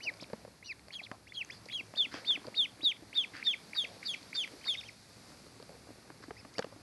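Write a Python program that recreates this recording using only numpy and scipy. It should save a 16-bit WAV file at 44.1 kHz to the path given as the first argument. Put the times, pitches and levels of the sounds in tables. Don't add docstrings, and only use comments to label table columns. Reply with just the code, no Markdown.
import sys
import numpy as np
from scipy import signal
from scipy.fft import rfft, irfft
from scipy.io import wavfile
from scipy.ndimage import uniform_filter1d

SR = 44100
rng = np.random.default_rng(int(sys.argv[2]) if len(sys.argv) > 2 else 0)


def master(y):
    cut = np.clip(np.atleast_2d(y).T, -1, 1)
    pcm = np.round(cut * 32767)
    wavfile.write(sys.argv[1], SR, pcm.astype(np.int16))


def boost_factor(decibels):
    exponent = np.asarray(decibels, float) / 20
    return 10 ** exponent


N = 300741

# (time [s], chip level [dB], leap level [dB], 2nd overtone [dB], 3rd overtone [dB])
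NEAR_PEEPS = [(.004, -40, -53, -53, -75), (.626, -49, -62, -50.5, -58), (.905, -47.5, -66, -61.5, -67),
              (1.321, -45, -72, -61.5, -61), (1.697, -42.5, -56, -59.5, -61), (1.946, -60, -52, -58.5, -63),
              (2.245, -44.5, -52, -57.5, -63), (2.542, -44.5, -52, -57.5, -58.5),
              (2.806, -51, -50.5, -56.5, -57.5), (3.128, -41.5, -57, -57, -58),
              (3.426, -36.5, -63, -56, -61), (3.732, -36, -64, -55, -54.5), (4.028, -40, -64, -51.5, -52.5),
              (4.329, -40, -65, -50.5, -55.5), (4.641, -46, -56, -52.5, -54.5)]
# (time [s], pitch [Hz], level [dB])
EARLY_WHISTLES = [
    [(0.03, 3010, -53), (0.048, 3000, -53), (0.062, 2854, -45), (0.078, 2501, -32), (0.092, 2175, -33),
     (0.1, 1870, -42.5), (0.104, 1858, -54)],
    [(0.655, 2945, -62), (0.679, 2897, -59), (0.701, 2583, -40.5), (0.711, 2406, -40), (0.719, 2178, -41),
     (0.727, 1890, -49), (0.73, 1893, -57)],
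    [(0.935, 3340, -45), (0.961, 3312, -41.5), (0.971, 3211, -44), (0.981, 3012, -63), (0.997, 2529, -40.5),
     (1.005, 2180, -45.5), (1.01, 2149, -59)],
    [(1.347, 3307, -50), (1.355, 3312, -49), (1.379, 3283, -37), (1.403, 2920, -45.5), (1.415, 2640, -33),
     (1.425, 2200, -42), (1.431, 2070, -56)],
    [(1.724, 3229, -51), (1.732, 3334, -42), (1.756, 3319, -34.5), (1.77, 3150, -39), (1.782, 2960, -45.5),
     (1.798, 2705, -37), (1.81, 2202, -43), (1.813, 2184, -55)],
]
LOUD_WHISTLES = [
    [(1.972, 3705, -42), (1.982, 3650, -32.5), (2.008, 3507, -24.5), (2.026, 3250, -31), (2.042, 2990, -39),
     (2.052, 2700, -35), (2.06, 2190, -41.5), (2.065, 2188, -60)],
    [(2.272, 3540, -39), (2.28, 3670, -34), (2.296, 3617, -26.5), (2.31, 3440, -25), (2.33, 3200, -33),
     (2.35, 2961, -40), (2.358, 2580, -34.5), (2.367, 2130, -43)],
    [(2.568, 3720, -38), (2.586, 3730, -28.5), (2.6, 3570, -24.5), (2.62, 3330, -29), (2.642, 3078, -34),
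     (2.65, 2830, -38), (2.66, 2140, -39.5), (2.663, 2180, -52)],
    [(2.834, 3925, -40), (2.856, 3794, -25.5), (2.872, 3570, -24), (2.904, 3142, -34), (2.912, 2945, -40),
     (2.92, 2380, -35), (2.927, 2130, -50)],
    [(3.154, 3580, -42), (3.164, 3780, -34), (3.182, 3565, -24.5), (3.194, 3439, -27), (3.214, 3210, -34),
     (3.234, 2980, -45), (3.244, 2440, -35), (3.251, 2170, -45)],
]
LATE_WHISTLES = [
    [(3.452, 3690, -42), (3.458, 3720, -36), (3.478, 3590, -24), (3.498, 3385, -30), (3.518, 3180, -34.5),
     (3.528, 3020, -42), (3.542, 2230, -32.5), (3.549, 2150, -59)],
    [(3.763, 3875, -48), (3.783, 3770, -30), (3.79, 3650, -27.5), (3.803, 3400, -32), (3.829, 3176, -38.5),
     (3.837, 3180, -49), (3.847, 2610, -37), (3.855, 2129, -39)],
    [(4.066, 3850, -58), (4.08, 3800, -40), (4.096, 3390, -33.5), (4.114, 3250, -39), (4.132, 3110, -47.5),
     (4.14, 2690, -40), (4.146, 2240, -34), (4.15, 2170, -45)],
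    [(4.356, 3660, -46), (4.364, 3634, -40.5), (4.384, 3600, -31.5), (4.405, 3300, -34), (4.426, 3041, -38),
     (4.434, 2860, -41), (4.446, 2200, -36), (4.452, 2160, -64)],
    [(4.67, 3776, -46), (4.692, 3639, -28), (4.71, 3350, -32), (4.736, 3138, -41), (4.744, 2942, -41),
     (4.755, 2300, -44)],
]
# (time [s], length [s], start pitch [Hz],
# end pitch [Hz], level [dB])
SECOND_VOICE_SLIDES = [(0.935, 0.0074, 4570, 4040, -43.5), (1.35, .011, 4470, 3860, -45),
                       (1.712, .014, 3530, 3980, -50), (1.728, 0.016, 4250, 3750, -45),
                       (1.974, .015, 4920, 4000, -38.5), (2.274, 0.012, 4790, 4070, -39.5),
                       (2.556, 0.012, 4040, 4840, -50), (2.568, 0.015, 4900, 4020, -39.5),
                       (2.837, .014, 4990, 4190, -37.5), (3.16, 0.012, 4700, 4100, -48),
                       (3.458, 0.009, 4630, 4100, -42), (3.761, .015, 5030, 4280, -40),
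                       (4.061, 0.013, 4860, 4270, -34.5), (4.352, 0.015, 4920, 4340, -36),
                       (4.667, 0.014, 4700, 4200, -39), (3.467, .008, 1840, 1870, -44),
                       (3.467, .006, 5250, 5350, -46)]
# (centre [s], half length [s], centre pitch [Hz], level [dB])
RASPS = [(0.65, .008, 4000, -56), (0.66, 0.0016, 4100, -46), (.675, .016, 4500, -50),
         (0.929, .008, 4360, -50), (1.346, .013, 4400, -54), (1.723, .01, 4400, -55),
         (1.973, .008, 4130, -43), (2.263, 0.018, 4300, -48), (2.557, 0.012, 4270, -48),
         (2.83, 0.0074, 4600, -50), (3.154, .014, 4440, -50), (3.451, 0.017, 4500, -47),
         (3.758, 0.018, 4630, -46), (4.061, 0.015, 4600, -43.5), (4.357, 0.019, 4500, -42.5),
         (4.665, 0.023, 4580, -46), (1.041, 0.016, 4090, -47.5), (0.04, .012, 4750, -45),
         (3.772, .008, 4300, -48), (1.56, .04, 4700, -60)]
# (time [s], length [s], pulse rate [Hz], depth [0-1])
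CHOKES = [
    (.934, .02, 220, .95),
    (1.039, .011, 230, .8),
    (1.353, .018, 240, .8),
    (1.739, .006, 330, .5),
    (3.168, .01, 300, .4),
    (3.453, .015, 280, .5),
    (4.075, .004, 260, .9),
    (4.358, .012, 260, .5),
]
# (frequency [Hz], level [dB])
BILL_COLOUR = [(3500, -8), (4700, -2), (5600, -2), (6400, 1), (7000, -6), (7600, -8), (8300, -20),
               (9200, -7), (10000, 0), (11500, -7)]
# (time [s], length [s], top pitch [Hz], start level [dB], end level [dB])
FAR_PEEPS = [(1.009, 0.065, 3510, -59, -48.5), (1.268, 0.078, 3560, -50.5, -78),
             (1.498, .066, 3540, -38.5, -78), (1.685, 0.046, 3490, -46, -44), (4.607, 0.06, 3150, -58, -77),
             (4.678, 0.081, 2840, -45, -39.5), (4.753, 0.064, 3760, -54, -43.5),
             (4.829, 0.07, 3200, -52, -48.5), (6.366, 0.05, 2650, -53, -63), (6.55, 0.077, 2920, -53, -100),
             (0.197, 0.049, 5500, -50, -46), (0.029, 0.045, 5100, -64, -53)]
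# (level [dB], 2nd overtone [dB], base pitch [Hz])
FAR_CRESTS = [(-51, -56.5, 1700), (-60, -57, 1670), (-56, -41, 1600), (-54, -60, 1600), (-50, -61, 1800),
              (-62, -55, 1900), (-43, -47, 2100), (-47.5, -50.5, 1800), (-61, -53.5, 1800),
              (-66, -52.5, 1850), (-52, -72, 1900), (-47, -73, 2600)]
# (time [s], peak level [dB], panel resonance [Hz], crack level [dB])
TAPS = [(0.223, -37, 590, -28), (0.299, -43.5, 563, -6), (0.331, -31, 467, -14), (0.448, -41.5, 570, -10),
        (0.476, -46.5, 484, -20), (0.881, -52, 576, -8), (1.114, -33, 580, 0.5), (1.937, -40, 586, -4.5),
        (2.14, -37.5, 290, 3), (2.306, -48, 302, 3.5), (2.373, -43.5, 292, -4), (2.45, -43, 305, -21),
        (2.479, -36, 487, -30), (2.83, -40, 276, -17), (3.022, -44, 310, -31), (5.599, -45.5, 436, -27),
        (5.624, -45.5, 570, -4), (5.692, -47, 488, -5), (5.887, -46, 283, -25), (5.903, -47, 266, -29),
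        (6.076, -58, 300, 4), (6.101, -45, 300, 1), (6.238, -50, 273, 3.5), (6.281, -42, 280, -23),
        (6.307, -36.5, 415, -5), (6.45, -47, 274, -1), (6.581, -32.5, 665, -10), (6.591, -24.5, 483, -12),
        (6.643, -34.5, 487, -6.5), (6.723, -44, 547, -32), (.332, -38, 220, -30), (6.449, -46, 600, -4),
        (6.611, -46, 520, -20), (6.665, -46, 300, -18)]
# (time [s], peak level [dB], panel resonance [Hz])
STEPS = [(.052, -47, 700), (.115, -48, 600), (1.014, -48, 700), (1.659, -48, 506), (1.806, -48, 277),
         (1.964, -46, 544), (2.066, -50, 272), (2.471, -42, 480), (2.794, -48, 301), (3.341, -47, 288),
         (3.837, -46, 498), (3.964, -50, 498), (4.533, -47, 291), (5.464, -51, 455), (5.747, -49, 482),
         (5.868, -51, 694), (5.982, -52, 401), (6.201, -49, 420), (6.76, -49, 296)]
# (time [s], peak level [dB], pitch [Hz])
CLICKS = [(0.1386, -45, 4830), (0.1715, -51, 4900), (0.794, -50, 2200), (0.794, -51, 4300),
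          (0.884, -50, 2100), (0.884, -48, 700), (1.4477, -41, 6300), (2.0263, -41, 3180),
          (2.4678, -38.5, 4750), (2.7571, -53, 4470), (2.9675, -49, 2200), (4.2286, -44, 4400),
          (4.476, -39.5, 2030), (.333, -52, 4840), (0.883, -46, 4600), (1.115, -55, 4700),
          (1.96, -41, 4700), (2.14, -43, 5600), (5.6, -52, 4700), (5.626, -45, 4660), (5.692, -51, 4700),
          (6.583, -27, 4670), (6.593, -32, 4600), (6.583, -38, 1700), (6.593, -42, 6800),
          (6.582, -37, 2860), (6.5913, -28, 1670), (6.644, -42.5, 2700), (1.686, -43, 4700),
          (1.778, -45, 4900), (1.799, -48, 4700), (1.866, -55, 5300), (3.175, -40, 4900), (6.307, -34, 800),
          (6.101, -43, 700), (6.449, -44, 800), (5.891, -48, 550), (5.905, -46, 550), (2.449, -44, 900),
          (6.077, -50, 900), (6.238, -48, 1100), (4.142, -38, 3100), (4.148, -41, 3100), (4.662, -46, 890),
          (3.352, -40, 1430), (3.367, -41, 4700), (0.23, -51, 3400), (1.116, -37.5, 780), (5.6, -44, 850),
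          (3.872, -49, 4800), (1.972, -45, 1800), (1.49, -50, 1900)]
# (time [s], length [s], level [dB], centre
# [Hz], bright share [dB])
RUSTLES = [(0.042, 0.15, -59, 600, -10), (0.92, 0.045, -62, 2100, -6), (3.839, 0.18, -58, 553, -11),
           (4.496, 0.13, -57.5, 400, -27), (1.52, 0.059, -62, 1970, 3.5), (2.113, 0.12, -49, 1600, -4),
           (2.14, .07, -53, 600, -20), (2.441, 0.018, -54, 1210, -8), (3.332, 0.12, -49, 1780, -9),
           (3.749, 0.025, -47.5, 1650, -25), (4.028, 0.051, -53.5, 1792, -5), (4.35, 0.019, -48.5, 1600, 4),
           (4.655, 0.03, -51, 1350, -12), (6.222, 0.039, -58, 1410, -1), (6.624, 0.0077, -41, 1800, -11),
           (.21, .03, -58, 4300, -10), (3.15, .035, -55, 2000, -20), (2.135, .07, -51.5, 2960, -5),
           (3.342, 0.062, -71, 2800, -20), (1.656, 0.0082, -63, 4420, 9), (6.538, 0.011, -59, 4500, -1),
           (5.695, .085, -57, 560, -30), (1.12, .045, -54, 800, -14)]
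# (time [s], stir level [dB])
STIR = [(0.0, 2), (0.34, 2), (0.61, -4), (1.08, -2), (1.27, -5.5), (1.5, 0), (1.9, 0.6), (2.32, 5),
        (2.89, -1), (3.28, 2), (4.78, 1), (4.98, -3), (5.3, 2), (5.5, -1), (6.82, 1)]
# (time [s], level [dB])
DISTANCE = [(0, -6.5), (3.0, -5), (3.8, 0), (4.1, 2), (4.8, 1.5), (6.82, -8)]
# (frequency [Hz], density [dB per Hz])
AIR_SPECTRUM = [(12, -46), (20, -19), (82, -4), (188, 0), (289, -5), (397, -7), (660, -10.5), (754, -10),
                (817, -11), (1220, -12), (2380, -12), (3100, -19), (4510, -9), (6910, -19), (11800, -21),
                (15300, -75), (22000, -120)]
# (centre [Hz], width [Hz], level [dB])
HUM_BANDS = [
    (66.8, 6.4, -74),
    (108.4, 14.7, -66.5),
]

START_HZ, END_SHARE = 1850, 0.85
CHIP_S, LEAP_S, GAP_S, LEAP_PACE_S = .003, .008, .006, 0.011
HIGH_HZ, SPLIT_WAIT_S = 3500, .01
SLIDE_GAIN_DB, SNAP_DB, SNAP_S = 4.5, 4, 0.0005
DEAD_HZ, DEAD_WIDTH_HZ, DEAD_DB = 2950, 280, -15
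BRIGHT_HZ, DULL_DB_PER_OCTAVE = 2540, -55
BREAK_DB, BREAK_SHARE, CREST_SHARE = -70, .72, .52
PUSH_SWINGS, TICK_DB, STEP_CRACK_DB = 0.96, -13, -18
DULL_CLICK_HZ = 1500
CAPSULE_HZ, TOP_HZ = 4700, 11900
AIR_DB, BOX_T60_S, BOX_DB = -57, 0.22, -17.5


def band(x, hz, width_hz):
    return signal.lfilter(*signal.iirpeak(hz, hz / width_hz, fs=SR), x)


def unit(x):
    return x / np.sqrt(np.mean(x ** 2))


def walk(rate_hz, count):
    hold = int(SR / rate_hz)
    levels = np.repeat(rng.standard_normal(count // hold + 1), hold)
    return 1.3 * uniform_filter1d(levels, hold)[:count]


def grains(count, spread_db):
    size = np.minimum(rng.exponential(size=count), 5)
    return rng.standard_normal(count) * boost_factor(spread_db * size)


def add(out, start_s, x):
    i = int(start_s * SR)
    out[i:i + len(x)] += x[:len(out) - i]


def curve(table):
    return np.interp(np.arange(N) / SR, *np.transpose(table))


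def colour(table, hz):
    table_hz, table_db = np.transpose(table)
    return np.interp(np.log(hz), np.log(table_hz), table_db)


def ducklings():
    out = second_voice()
    whistles = EARLY_WHISTLES + LOUD_WHISTLES + LATE_WHISTLES
    for (start_s, chip_db, leap_db, second_db, third_db), whistle in zip(NEAR_PEEPS, whistles):
        lock_s, lock_hz, _ = whistle[0]
        joined_s = lock_s + SPLIT_WAIT_S if lock_hz > HIGH_HZ else 0
        shape = near_shape(start_s, chip_db, leap_db, whistle)
        add(out, start_s, peep(shape, second_db, third_db, joined_s=joined_s))
    for row, (crest_db, second_db, base_hz) in zip(FAR_PEEPS, FAR_CRESTS):
        start_s, _, top_hz, _, _ = row
        steady = 2.6 if top_hz > 4500 else .5
        add(out, start_s, peep(far_shape(*row, crest_db, base_hz), second_db, steady=steady, late_db=0,
                               dull_db=DULL_DB_PER_OCTAVE, dead_db=DEAD_DB, attack_s=.004))
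    choke = np.zeros(N)
    for start_s, length_s, rate_hz, depth in CHOKES:
        cycle = np.arange(int(length_s * SR)) * rate_hz / SR % 1
        add(choke, start_s, depth * (1.4 * np.sin(np.pi * cycle ** 0.34) ** 3 - 1))
    return out * (1 + uniform_filter1d(choke, int(.0008 * SR)))


def peep(rows, second_db, third_db=-120, steady=0.03, late_db=-22, dull_db=0, dead_db=0, joined_s=0,
         attack_s=.002):
    s, hz, db = np.transpose(rows)
    t = s[0] + np.arange(int((s[-1] - s[0]) * SR)) / SR
    smooth = int(.004 * SR)
    hz = uniform_filter1d(np.interp(t, s, hz), smooth, mode="nearest")
    db = uniform_filter1d(np.interp(t, s, db), smooth, mode="nearest")
    db = db + dead_db * np.exp(-((hz - DEAD_HZ) / DEAD_WIDTH_HZ) ** 2)
    ramp = np.minimum((t - s[0]) / attack_s, (s[-1] - t) / .005)
    edge = np.sin(np.pi / 2 * np.clip(ramp, 0, 1))
    top_s = t[np.argmax(hz > .98 * hz.max())]
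    loose = np.maximum(np.clip((top_s - t) / 0.01, 0, 1), steady)
    phase = 2 * np.pi * np.cumsum(hz * (1 + 0.015 * loose * walk(370, len(t)))) / SR
    waver_db = np.minimum(2.6 * loose * walk(210, len(t)), 3)
    out = boost_factor(db + waver_db) * np.sin(phase)

    effort_db = db - db.max()
    loose = np.maximum(loose, np.clip((joined_s - t) / .008, 0, 1))
    second_db = second_db + 0.18 * effort_db + dull_db * abs(np.log2(hz / BRIGHT_HZ)) + late_db * loose
    second_db = second_db + colour(BILL_COLOUR, 2 * hz) + 2.0 * walk(157, len(t))
    third_db = third_db + .8 * effort_db + late_db * loose
    third_db = third_db + colour(BILL_COLOUR, np.maximum(3 * hz, 8300)) + 2 * walk(150, len(t))
    out += boost_factor(second_db) * np.sin(2 * phase) + boost_factor(third_db) * np.sin(3 * phase)
    return np.sqrt(2) * edge * out


def near_shape(start_s, chip_db, leap_db, whistle):
    lock_s, lock_hz, lock_db = whistle[0]
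    end_s, end_hz, end_db = whistle[-1]
    lead_s = lock_s - start_s
    t = np.arange(0, lead_s, .001)
    rest = np.exp(-lead_s / LEAP_PACE_S)
    hz = lock_hz - (lock_hz - START_HZ) * (np.exp(-t / LEAP_PACE_S) - rest) / (1 - rest)
    db = np.interp(t, [0, CHIP_S, LEAP_S, lead_s - GAP_S, lead_s],
                   [chip_db, chip_db, leap_db, leap_db, lock_db])
    end = (end_s + 0.0016, END_SHARE * min(end_hz, 2180), max(end_db, -50))
    return np.vstack([np.transpose([start_s + t, hz, db]), whistle[:-1], end])


def far_shape(start_s, length_s, top_hz, head_db, tail_db, crest_db, base_hz):
    u = np.linspace(0, 1 if tail_db > BREAK_DB else BREAK_SHARE, 30)
    bend = 1.5 if length_s < .05 < start_s < 1 else 2
    rise = np.maximum(1 - u / CREST_SHARE, 0)
    fall = np.maximum(u - CREST_SHARE, 0) / (1 - CREST_SHARE)
    hz = top_hz - (top_hz - base_hz) * (rise ** bend + fall ** bend)
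    db = np.interp(u, [0, CREST_SHARE, 1], [head_db, crest_db, tail_db])
    return np.transpose([start_s + u * length_s, hz, db])


def second_voice():
    out, t = np.zeros(N), np.arange(int(.006 * SR)) / SR
    for start_s, length_s, from_hz, to_hz, db in SECOND_VOICE_SLIDES:
        u = np.linspace(0, 1, int(length_s * SR))
        hz = (from_hz + (to_hz - from_hz) * u) * (1 + 0.0079 * walk(470, len(u)))
        edge = np.sin(np.pi / 2 * np.minimum(np.minimum(u, 1 - u) / .2, 1))
        level = boost_factor(db + SLIDE_GAIN_DB * (2 * u - 0.5) + 1.5 * walk(470, len(u)))
        add(out, start_s, level * edge * np.sin(2 * np.pi * np.cumsum(hz) / SR))
        if to_hz < from_hz:
            pulse = t / SNAP_S / 2 * np.exp(1 - t / SNAP_S / 2)
            snap = pulse ** 2 * np.sin(2 * np.pi * 1.07 * to_hz * t)
            add(out, start_s + length_s, boost_factor(db + SNAP_DB) * snap)
    for centre_s, half_s, hz, db in RASPS:
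        u = np.linspace(0, 1, int(2 * half_s * SR))
        rasp = unit(band(band(band(grains(len(u), 3.5), hz, 900), hz, 900), hz, 1300))
        add(out, centre_s - half_s, boost_factor(db) * np.sin(np.pi * u) * rasp)
    return out


def push(t, rise_s):
    return t / rise_s * np.exp(1 - t / rise_s)


def swing(t, hz):
    return np.sin(2 * np.pi * hz * t)


def taps():
    out, t = np.zeros(N), np.arange(int(.06 * SR)) / SR
    for start_s, db, hz, crack_db in TAPS + [(*step, STEP_CRACK_DB) for step in STEPS]:
        noise = rng.standard_normal((3, len(t)))
        panel = push(t, PUSH_SWINGS / hz) * swing(t, hz)
        panel += 0.048 * push(t, 0.0025) * swing(t, 1.87 * hz)
        panel += 0.79 * push(t, 0.0011) * swing(t, 0.47 * hz)
        panel += 0.34 * unit(band(band(noise[0], 560, 660), 560, 550)) * push(t, 0.0025)
        crack = swing(t, 1590) + 1.24 * swing(t, 1150) + 0.56 * unit(band(noise[1], 1800, 480))
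        crack *= boost_factor(crack_db) * push(t, 0.00063)
        tick = swing(t, CAPSULE_HZ) + 0.12 * unit(band(noise[2], 3300, 2300))
        tick *= boost_factor(TICK_DB) * push(t, 0.00048)
        add(out, start_s + 0.00089, boost_factor(db) * (panel + crack + tick))
    for start_s, db, hz in CLICKS:
        scratch = unit(band(rng.standard_normal(len(t)), 3300, 4500))
        click = swing(t, hz) + 0.4 * (hz > DULL_CLICK_HZ) * scratch
        add(out, start_s, boost_factor(db) * push(t, 0.0006) * click)
    return out


def rustles():
    out = np.zeros(N)
    for start_s, length_s, db, hz, bright_db in RUSTLES:
        u = np.linspace(0, 1, int(1.09 * length_s * SR))
        scrape = grains(len(u), 3)
        width_hz = .95 * hz
        body = unit(band(band(band(scrape, hz, width_hz), hz, width_hz), hz, width_hz))
        bright = boost_factor(bright_db) * unit(band(band(scrape, CAPSULE_HZ, 1100), CAPSULE_HZ, 1600))
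        add(out, start_s, boost_factor(db) * np.sin(np.pi * u ** .5) * (body + bright))
    return out


def patter():
    hits = rng.random((3, N)) < 110 / SR
    force = np.clip(rng.standard_normal((3, N)), -2, 2)
    kicks = hits * force * boost_factor(3 * walk(3, N) + curve(STIR))
    out = np.zeros(N)
    for kick, hz, width_hz, db in zip(kicks, (290, 520, 1100), (102, 344, 940), (-69.5, -69.5, -75.5)):
        out += boost_factor(db) * unit(band(band(kick, hz, width_hz), hz, width_hz))
    return out


def crowd():
    low_db = curve(STIR)
    high_db = 0.6 * curve(DISTANCE) - 0.031 * low_db + 0.19
    hz = np.maximum(np.arange(N // 2 + 1) * SR / N, 1)
    shape = boost_factor(colour(AIR_SPECTRUM, hz)) * (hz < TOP_HZ)
    out = np.zeros(N)
    for centre_hz in 30 * 2 ** np.arange(0, 9, .5):
        part = np.cos(np.pi * np.clip(np.log2(hz / centre_hz), -.5, .5))
        source = unit(grains(N, 2.66 * (centre_hz < 6000)))
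        noise = irfft(rfft(source) * shape * part, N)
        lift_db = low_db * np.exp(-np.log2(centre_hz / 600) ** 2 / 25.0)
        lift_db = lift_db + high_db * np.exp(-np.log2(centre_hz / 4500) ** 2 / 2.0)
        flicker_db = 0.32 * walk(9.2, N) * (centre_hz < 3000) + .5 * walk(2.78, N)
        out += noise * boost_factor(lift_db + flicker_db)
    return boost_factor(AIR_DB) * unit(out)


def hum():
    out = np.zeros(N)
    for hz, width_hz, db in HUM_BANDS:
        out += boost_factor(db) * unit(band(band(rng.standard_normal(N), hz, width_hz), hz, width_hz))
    return out


def box(dry):
    t = np.arange(int(.4 * SR)) / SR
    decay = np.exp(-np.log(1000) * t / BOX_T60_S)
    tail = band(rng.standard_normal(len(t)) * decay * np.clip(t / .012, 0, 1), 4670, 8100)
    wet = signal.fftconvolve(dry * boost_factor(curve(DISTANCE)), tail / np.sqrt(np.sum(tail ** 2)))[:N]
    return boost_factor(BOX_DB) * wet


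def scene():
    knocks = signal.lfilter(*signal.butter(2, 7000, fs=SR), taps())
    knocks = signal.sosfilt(signal.butter(2, 90, "high", fs=SR, output="sos"), knocks)
    dry = ducklings() + knocks + rustles() + patter()
    return (dry + box(dry) + crowd() + hum())[None]


def roll_off(x):
    return signal.sosfilt(signal.butter(12, 11940, fs=SR, output="sos"), x)


def record(dry):
    bass = signal.sosfiltfilt(signal.butter(2, 160, fs=SR, output="sos"), dry)
    loudness = np.sqrt(uniform_filter1d(dry ** 2, int(.15 * SR)))
    bass_gain = np.minimum(boost_factor(-52.0) / loudness, 1) ** 0.5
    ducked = dry - bass * (1 - bass_gain)
    mix = signal.sosfilt(signal.ellip(10, .2, 70, TOP_HZ, fs=SR, output="sos"), ducked)
    return roll_off(mix)


dry = scene()
out = record(dry)
master(out)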